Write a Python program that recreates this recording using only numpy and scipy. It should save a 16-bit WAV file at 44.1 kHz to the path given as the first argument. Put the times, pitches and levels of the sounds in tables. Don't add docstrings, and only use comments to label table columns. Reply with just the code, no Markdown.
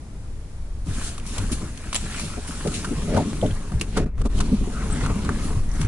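import sys
import numpy as np
from scipy import signal
from scipy.fft import rfft, irfft
from scipy.io import wavfile
from scipy.ndimage import uniform_filter1d

SR = 44100
rng = np.random.default_rng(int(sys.argv[2]) if len(sys.argv) > 2 else 0)


def wav_out(sig):
    wavfile.write(sys.argv[1], SR, np.round(np.clip(np.atleast_2d(sig).T, -1, 1) * 32767).astype(np.int16))


def level_to_linear(level):
    exponent = np.asarray(level, float) / 20
    return 10 ** exponent


N = 258867


def read(points, hz):
    f, value = np.transpose(points)
    return np.interp(np.log(hz + 1), np.log(f + 1), value)


def curve(rows):
    s, *columns = np.transpose(rows)
    return [np.interp(np.arange(N) / SR, s, c) for c in columns]


def swells(rows):
    s, db, rise_s, fall_s = np.transpose(rows)[:4, :, None]
    at = np.arange(0, N, 32)
    t = at / SR - s
    drop_db = 10 * np.maximum(-t / np.maximum(rise_s, .001), t / np.maximum(fall_s, .001))
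    power = level_to_linear(2 * (db - drop_db))
    return np.array([np.interp(np.arange(N), at, p) for p in power])


def evened(x):
    return x / np.sqrt(np.mean(x ** 2) + 1e-20)


def add(mix, s, sound):
    part = mix[:, round(s * SR):][:, :sound.shape[1]]
    part += sound[:, :part.shape[1]]


def hump(hz, centre_hz, octaves):
    return 1 / (1 + (np.log2((hz + 1) / centre_hz) / octaves) ** 2) ** 2


def grainy(per_s, spread_db, tail_s, smooth):
    kicks = level_to_linear(spread_db * np.minimum(rng.exponential(1, N), 4))
    slips = kicks * (rng.random(N) < per_s / SR)
    decay = np.exp(-1 / (tail_s * SR))
    lumps = smooth + evened(signal.lfilter([1], [1, -decay], slips))
    return lumps * rng.standard_normal((2, N))


def recoloured(x, size, patchy_db, gain):
    hz, s, z = signal.stft(x, SR, nperseg=size)
    patches = uniform_filter1d(rng.standard_normal(z.shape[1:]), 8, 0)
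    patches = evened(uniform_filter1d(patches, 8, 1))
    g = gain(hz[:, None], s)
    power = (abs(z) ** 2).mean((0, 2))[:, None]
    g = g / np.sqrt((g ** 2 * power).sum(0) / power.sum())
    return evened(signal.istft(z * g * level_to_linear(patchy_db * patches), SR, nperseg=size)[1][:, :N])


# (frequency [Hz], likeness [-1 to 1])
LIKENESS = [(30, 1), (60, 0.96), (170, 0.99), (480, 0.84), (1360, 0.61), (3870, -0.058), (11000, -0.46)]
LEFT_LAG_S = 7e-5


def pair(a, b, gain, near=0.):
    hz = np.fft.rfftfreq(len(a), 1 / SR)
    same = np.clip(read(LIKENESS, hz) * (1 - near) + near, -1, 1)
    right = rfft(a)
    left = same * right + np.sqrt(1 - same ** 2) * rfft(b)
    left = left * np.exp(-2j * np.pi * hz * LEFT_LAG_S)
    return irfft(np.array([left, right]) * gain(hz), len(a))


# (time [s], level [dB])
RUMBLE_LEVEL = [(0.0, -51), (0.15, -34), (0.8, -32), (1.27, -35), (2.0, -34), (2.52, -38.5), (2.9, -29),
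                (3.4, -40.5), (3.66, -41), (3.9, -35), (4.12, -33), (4.5, -22.5), (4.71, -30.5),
                (5.0, -25.5), (5.25, -25.5), (5.55, -21), (5.87, -21.5)]
# (frequency [Hz], gain [dB])
RUMBLE_COLOUR = [(8.8, -47), (15, 3), (32, -3.5), (62, -5), (145, -18.5), (253, -25.5), (294, -27),
                 (571, -35), (770, -37), (839, -38), (2500, -49), (3250, -78), (5500, -120)]
# (peak time [s], level [dB], time to rise 10 dB [s], time to fall 10 dB [s])
LURCHES = [(.46, -30, -0.04, 0.6), (.88, -27, -0.03, 0.2), (1.4, -23.5, 0.02, 0), (1.54, -21, 0.1, 0.03),
           (2.45, -29.5, 1.5, .06), (2.7, -29, .15, 0), (3.12, -24.5, .3, 0), (3.53, -24.5, 0.3, .06),
           (3.74, -18, 0, 0.05), (4.07, -18.5, 0.22, -0.07), (4.22, -18.5, 0.13, 0.1),
           (4.35, -18, -0.08, .12), (4.64, -20.5, 0.1, .06), (4.77, -28, -0.2, -0.5),
           (4.9, -19, -0.05, 0.1), (5.15, -22.5, 0.23, 0.3), (5.43, -27, -0.18, 0)]


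def rumble():
    noise = pair(*rng.standard_normal((2, N)), lambda hz: level_to_linear(read(RUMBLE_COLOUR, hz)))
    boom = signal.sosfilt(signal.butter(2, 130, fs=SR, output="sos"), noise)
    level_db, = curve(RUMBLE_LEVEL)
    boom_power = level_to_linear(2 * level_db) + swells(LURCHES).sum(0)
    upper = level_to_linear(-32) * (noise - boom) / np.std(boom)
    return evened(boom) * np.sqrt(boom_power) + upper


def hiss():
    return level_to_linear(-52.5) * rng.standard_normal((2, N))


# (frequency [Hz], gain [dB])
CLOTH_COLOUR = [(1180, -46), (2000, -5.5), (2780, -2.5), (4450, -3.5), (4770, -5.5), (6970, -4.5),
                (9950, -6), (11000, -8.5), (14300, -46), (22000, -120)]
# (peak time [s], level [dB], time to rise 10 dB [s], time to fall 10 dB [s],
# brightness [dB per octave])
STROKES = [(.97, -38, -0.6, -0.5, 7), (1.075, -32.5, 0.16, .055, 3.5), (1.2, -34, -1.07, -0.6, -8),
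           (1.264, -39.5, -0.64, 0.43, 4), (1.37, -38, 0.05, -0.2, 1), (1.518, -29, 0, 0.03, 6),
           (1.63, -46.5, 0.2, .12, 8.5), (1.958, -33.5, 0, 0.08, 0), (2.196, -34, 0.08, .13, 3),
           (2.47, -44, -0.26, 0.2, 7), (2.743, -29.5, 0.01, 0.06, 1.5), (2.96, -44, -0.3, 0.27, -2),
           (3.09, -43.5, -1.56, -0.3, 3.5), (3.17, -38, 0.07, 0.14, -3), (3.974, -36.5, 0.04, 0.04, -4),
           (4.394, -34.5, 0.03, -0.17, 0.5), (4.522, -43, 0.3, 0.2, -0.5), (4.93, -41.5, -0.43, 0.36, 6),
           (5.07, -40, 0.16, -0.03, -6), (5.25, -47.5, 0.1, .2, -15), (5.445, -41, -0.6, .12, 7),
           (5.74, -37, -0.04, -0.5, 5), (5.815, -36, 0.01, -0.5, 6.5)]
RUSTLE_DB_PER_OCTAVE = 3.5


def cloth(rustle_db):
    t, strokes = np.arange(N) / SR, swells(STROKES)
    rustle = level_to_linear(2 * rustle_db)
    power = rustle + strokes.sum(0)
    tilt = (rustle * RUSTLE_DB_PER_OCTAVE + np.array(STROKES)[:, -1] @ strokes) / power
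    sound = pair(*grainy(250, 1.6, 0.016, 3.1), lambda hz: level_to_linear(read(CLOTH_COLOUR, hz)), 0.26)
    sound = recoloured(sound, size=512, patchy_db=1.5,
                       gain=lambda hz, s: level_to_linear(np.interp(s, t, tilt) * np.log2((hz + 500) / 5000)))
    return np.sqrt(power) * sound


# (frequency [Hz], gain [dB])
RUB_COLOUR = [(500, -4.5), (800, -7.5), (1300, -5), (1900, -9), (2500, -9), (3500, -17)]
# (time [s], centre [Hz])
RUB_CENTRE = [(.85, 1390), (1.6, 1300), (2.05, 2120), (2.3, 1900), (2.6, 1420), (3.2, 1190), (3.6, 1200),
              (4.4, 1190), (4.9, 1300), (5.87, 1190)]


def webbing(rub_db):
    sound = pair(*grainy(150, 3.5, .006, 2.0), lambda hz: level_to_linear(read(RUB_COLOUR, hz)), 0.53)
    sound = recoloured(sound, size=1024, patchy_db=3.0,
                       gain=lambda hz, s: hump(hz, np.interp(s, *np.transpose(RUB_CENTRE)), 2.2))
    return level_to_linear(rub_db) * sound


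# (frequency [Hz], level [dB])
PANEL_MODES = [(98, 9), (156, 1.5), (205, -1), (240, -1), (291, -1), (350, -3.5), (420, 2), (490, -7),
               (560, -3), (610, -3), (705, 0.5), (860, 0)]


def panel(hz):
    f, db = np.transpose(PANEL_MODES)[:, :, None]
    t60_s = .065 * (200 / f) ** .4
    modes = (level_to_linear(db) / (1 + 1j * (hz - f) * t60_s * 2 / 2.34)).sum(0)
    return modes * (hz / (hz + 60)) ** 2 / (1 + 1j * hz / 1100) ** 2


def seat(seat_db):
    t = np.arange(N) / SR
    mutter_hz = np.maximum(174 + 1 * (seat_db + 33), 100)
    sound = recoloured(pair(*grainy(60, 2.5, .012, 1.5), panel, 0.075), size=2048, patchy_db=1.5,
                       gain=lambda hz, s: hump(hz, np.interp(s, t, mutter_hz), 1.216))
    return level_to_linear(seat_db) * sound


# (time [s], cloth rustle [dB], webbing rub [dB], seat load [dB])
MOTION = [(.8, -44, -45, -38), (.9, -49, -47.5, -35.5), (1.0, -56, -41, -39.5), (1.2, -53, -46.5, -40),
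          (1.42, -44, -40.5, -35), (1.76, -51.5, -50, -39.5), (2.05, -41, -42.5, -41.5),
          (2.15, -45, -36.5, -35), (2.4, -43.5, -44.5, -45.5), (2.65, -38.5, -40.5, -35),
          (2.8, -40, -43.5, -30.5), (3.0, -42.5, -42.5, -35.5), (3.17, -42.5, -39, -26),
          (3.26, -44, -43, -27), (3.41, -44, -48.5, -35), (3.47, -44, -43.5, -28.5),
          (3.56, -47.5, -45, -39.5), (3.92, -51, -53.5, -38.5), (3.975, -61.5, -32, -23.5),
          (4.01, -70, -45.5, -28), (4.3, -56.5, -49, -35), (4.39, -66, -47.5, -24),
          (4.69, -46.5, -46.5, -37), (4.82, -42.5, -39, -30), (5.07, -46, -38, -28), (5.33, -45, -44, -30),
          (5.43, -40.5, -38.5, -31.5), (5.68, -53, -49, -37), (5.82, -40.5, -40, -34),
          (5.87, -51, -41, -25.5)]


def driver(dip_db):
    rustle_db, rub_db, seat_db = curve(MOTION)
    moving = np.clip((np.arange(N) / SR - .84) / 0.055, 0, 1)
    friction = webbing(rub_db) + seat(seat_db)
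    return moving * (level_to_linear(dip_db) * cloth(rustle_db) + level_to_linear(0.59 * dip_db) * friction)


# (time [s], level [dB], thump pitch [Hz],
# upper modes re thump [dB], upper centre [Hz])
KNOCKS = [(0.867, -21.5, 160, -31, 420), (0.888, -19.5, 88, -33, 420), (1.388, -17.5, 94.5, -32, 420),
          (1.514, -21, 251, -27, 420), (1.629, -24.5, 147, -9.5, 390), (2.04, -24.5, 152, -8.5, 380),
          (2.233, -24, 159, -13, 458), (2.37, -25.5, 236, -2, 455), (2.488, -24, 168, -14, 415),
          (2.653, -15.5, 161, 3, 440), (2.679, -16, 157, -17, 420), (2.912, -18, 274, -41, 420),
          (2.975, -20.5, 170, -12, 417), (3.082, -18.5, 160, -5, 435), (3.1, -22, 170, -1, 447),
          (3.119, -20, 189, 2, 454), (3.136, -18, 200, 5, 474), (3.149, -14, 90.5, -7, 398),
          (3.173, -11.5, 221, 3, 666), (3.2, -19, 200, 2, 610), (3.428, -10.5, 148, -2, 517),
          (3.449, -15, 284, -18, 414), (3.497, -17, 122, -21, 490), (3.717, -21, 162, -16, 666),
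          (3.745, -20.5, 129, -23, 420), (3.809, -23.5, 190, -3, 393), (3.973, -14, 217, 2.5, 500),
          (3.998, -15.5, 186, -6.5, 464), (4.182, -29, 100, -14, 382), (4.214, -22, 91.5, -6, 436),
          (4.253, -16, 196, -8, 447), (4.412, -19.5, 104, -15, 393), (4.52, -8.5, 190, -30, 385),
          (4.611, -19, 217, -37, 420), (4.672, -22, 237, -28.5, 380), (4.859, -29, 175, -31, 425),
          (5.029, -14.5, 122, -16, 384), (5.1, -16.5, 110, -12.5, 396), (5.16, -21, 198, -15, 397),
          (5.283, -16, 105, -11, 414), (5.57, -12, 104, -29, 378), (5.798, -15.5, 155, -39, 420),
          (5.841, -13.5, 91.5, -36, 420)]
CONTACT_S = 0.0076


def knocks():
    out, t = np.zeros((2, N)), np.arange(8192) / SR
    for s, db, thump_hz, upper_db, upper_hz in KNOCKS:
        u = t / CONTACT_S
        blow = u * np.exp(-u) * rng.standard_normal((2, len(t)))
        thump = pair(*blow, lambda hz: panel(hz) * hump(hz, thump_hz, 0.65), 0.23)
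        upper = pair(*blow, lambda hz: panel(hz) * hump(hz, upper_hz, 0.71), 0.43)
        ring = evened(thump) + level_to_linear(upper_db) * evened(upper)
        peak = np.sqrt(4 * uniform_filter1d(ring[1] ** 2, 600).max())
        add(out, s - .003, level_to_linear(db) * ring / peak)
    return out


# (time [s], level [dB], ring [Hz], wide crackle re ring [dB], t60 [s])
CLICKS = [(0.8699, -36.5, 1090, 1, 0.026), (1.1788, -27.5, 1100, 5.5, 0.025), (1.255, -38, 1050, 6, 0.023),
          (1.3798, -20, 1100, 12, 0.031), (1.522, -22, 9270, 2, 0.055), (1.774, -30, 6300, 10, 0.022),
          (1.9284, -16, 1120, 6, 0.025), (1.945, -13, 9700, 1, 0.02), (1.9532, -13, 3250, 5, 0.022),
          (1.9612, -12.5, 7640, -2, 0.021), (2.1953, -23, 1090, 4, 0.025), (2.4762, -28.5, 9800, 2, 0.034),
          (2.6718, -23.5, 1680, 18, 0.031), (2.8448, -19.5, 1300, -2, 0.032),
          (3.1434, -25, 1340, -4, 0.039), (3.1647, -20, 1370, -7, 0.035), (3.175, -19, 810, -5, 0.022),
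          (3.414, -27, 3250, -8, 0.018), (3.461, -31, 3200, -6, .022), (3.509, -32, 3220, -10, .022),
          (3.7185, -30, 1210, -3, 0.022), (3.7967, -30, 4160, 6.5, 0.02), (3.8113, -13, 2660, 6, .02),
          (3.9688, -16, 1070, -3, 0.047), (4.18, -37, 1180, -12, 0.032), (4.2153, -28, 1230, -1, .02),
          (4.2522, -26, 1000, -2, 0.051), (4.4017, -17.5, 1200, 3.5, 0.039),
          (5.0361, -25.5, 1180, -9, 0.042), (5.0614, -16.5, 1260, -6, 0.019), (5.22, -34, 1310, 9, .03),
          (5.247, -28, 1280, 2, 0.025), (5.2913, -13.5, 1300, -13, 0.017), (5.691, -38, 6200, -6, .014),
          (5.715, -33.5, 5990, -7, 0.013), (5.755, -35, 6200, -4, .014), (5.849, -32, 6000, -4, .014),
          (5.8138, -21, 1780, 14.5, 0.02), (5.827, -30, 1000, 2, .03)]
CLICK_RISE_S, RISE_POWER = 0.0032, 1.2
SNAP_DB, SNAP_DB_PER_OCTAVE = -5.5, -6


def clicks():
    out, t = np.zeros((2, N)), np.arange(4096) / SR
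    for s, db, ring_hz, wide_db, t60_s in CLICKS:
        rise_s = CLICK_RISE_S * (t60_s / .03) ** RISE_POWER
        rise = 1 - np.exp(-(t / rise_s) ** 2)
        cabin_tail = level_to_linear(-17 - 60 * t / .11)
        decay = level_to_linear(-60 * t / max(t60_s, .005)) + cabin_tail
        burst = rise * decay * rng.standard_normal((2, len(t)))
        snap_db = SNAP_DB + SNAP_DB_PER_OCTAVE * np.log2(t60_s / 0.039)
        snapped = burst.copy()
        snapped[0, 60] += level_to_linear(snap_db) * np.linalg.norm(burst[0])
        width_hz = 600 + 0.078 * ring_hz
        ring = pair(*snapped, lambda hz: 1 / (1 + 2j * (hz - ring_hz) / width_hz) ** 2, 0.13)
        wide = pair(*burst, lambda hz: level_to_linear(read(CLOTH_COLOUR, hz)) + level_to_linear(read(RUB_COLOUR, hz)), 0.45)
        sound = evened(ring) + level_to_linear(wide_db) * evened(wide)
        peak = np.sqrt(4 * uniform_filter1d((sound ** 2).mean(0), 90).max())
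        add(out, s - .001, level_to_linear(db) * sound / peak)
    return out


# (start [s], end [s], depth [dB], fall time [s], return time [s])
DIPS = [(4.046, 4.06, -20, .005, 0.0059), (4.06, 4.2, -20, 0.048, 0.052), (4.224, 4.245, -25, 0.0041, .022),
        (4.276, 4.302, -16, 0.0036, 0.018)]


def dropouts():
    t, dip_db = np.arange(N) / SR, np.zeros(N)
    for start, end, depth_db, fall_s, return_s in DIPS:
        dip_db += depth_db * np.clip(np.minimum((t - start) / fall_s, (end - t) / return_s), 0, 1)
    return dip_db


# (peak time [s], level [dB], time to rise 10 dB [s], time to fall 10 dB [s])
SING_SWELLS = [(4.906, -42, .004, 0.043), (4.926, -28.5, 0.0042, 0.0065), (4.95, -50, .02, .05)]
SING_HZ = 8104


def sing():
    t = np.arange(N) / SR
    tone = np.sin(2 * np.pi * SING_HZ * t + 0.35 * np.sin(2 * np.pi * 260 * t))
    return np.sqrt(2 * swells(SING_SWELLS).sum(0)) * tone * level_to_linear(np.array([[3.0], [-3.0]]))


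def scene():
    dip_db = dropouts()
    low = rumble()
    bass = signal.sosfiltfilt(signal.butter(2, 100, fs=SR, output="sos"), low)
    background = bass + level_to_linear(dip_db) * (low - bass + hiss())
    impacts = level_to_linear(0.54 * dip_db) * (knocks() + clicks())
    return background + driver(dip_db) + impacts + sing()


def roll_off(x):
    return signal.sosfilt(signal.butter(12, 11550, fs=SR, output="sos"), x)


LEFT_OVER_RIGHT_DB, EDGE_HZ = 1.0, 11024


def record(dry):
    x = dry * level_to_linear(np.array([[LEFT_OVER_RIGHT_DB / 2], [-LEFT_OVER_RIGHT_DB / 2]]))
    lowpass = signal.firwin(511, EDGE_HZ, window=("kaiser", 9), fs=SR)
    x = signal.oaconvolve(x, lowpass[None], "same")
    return roll_off(x)


dry = scene()
out = record(dry)
wav_out(out)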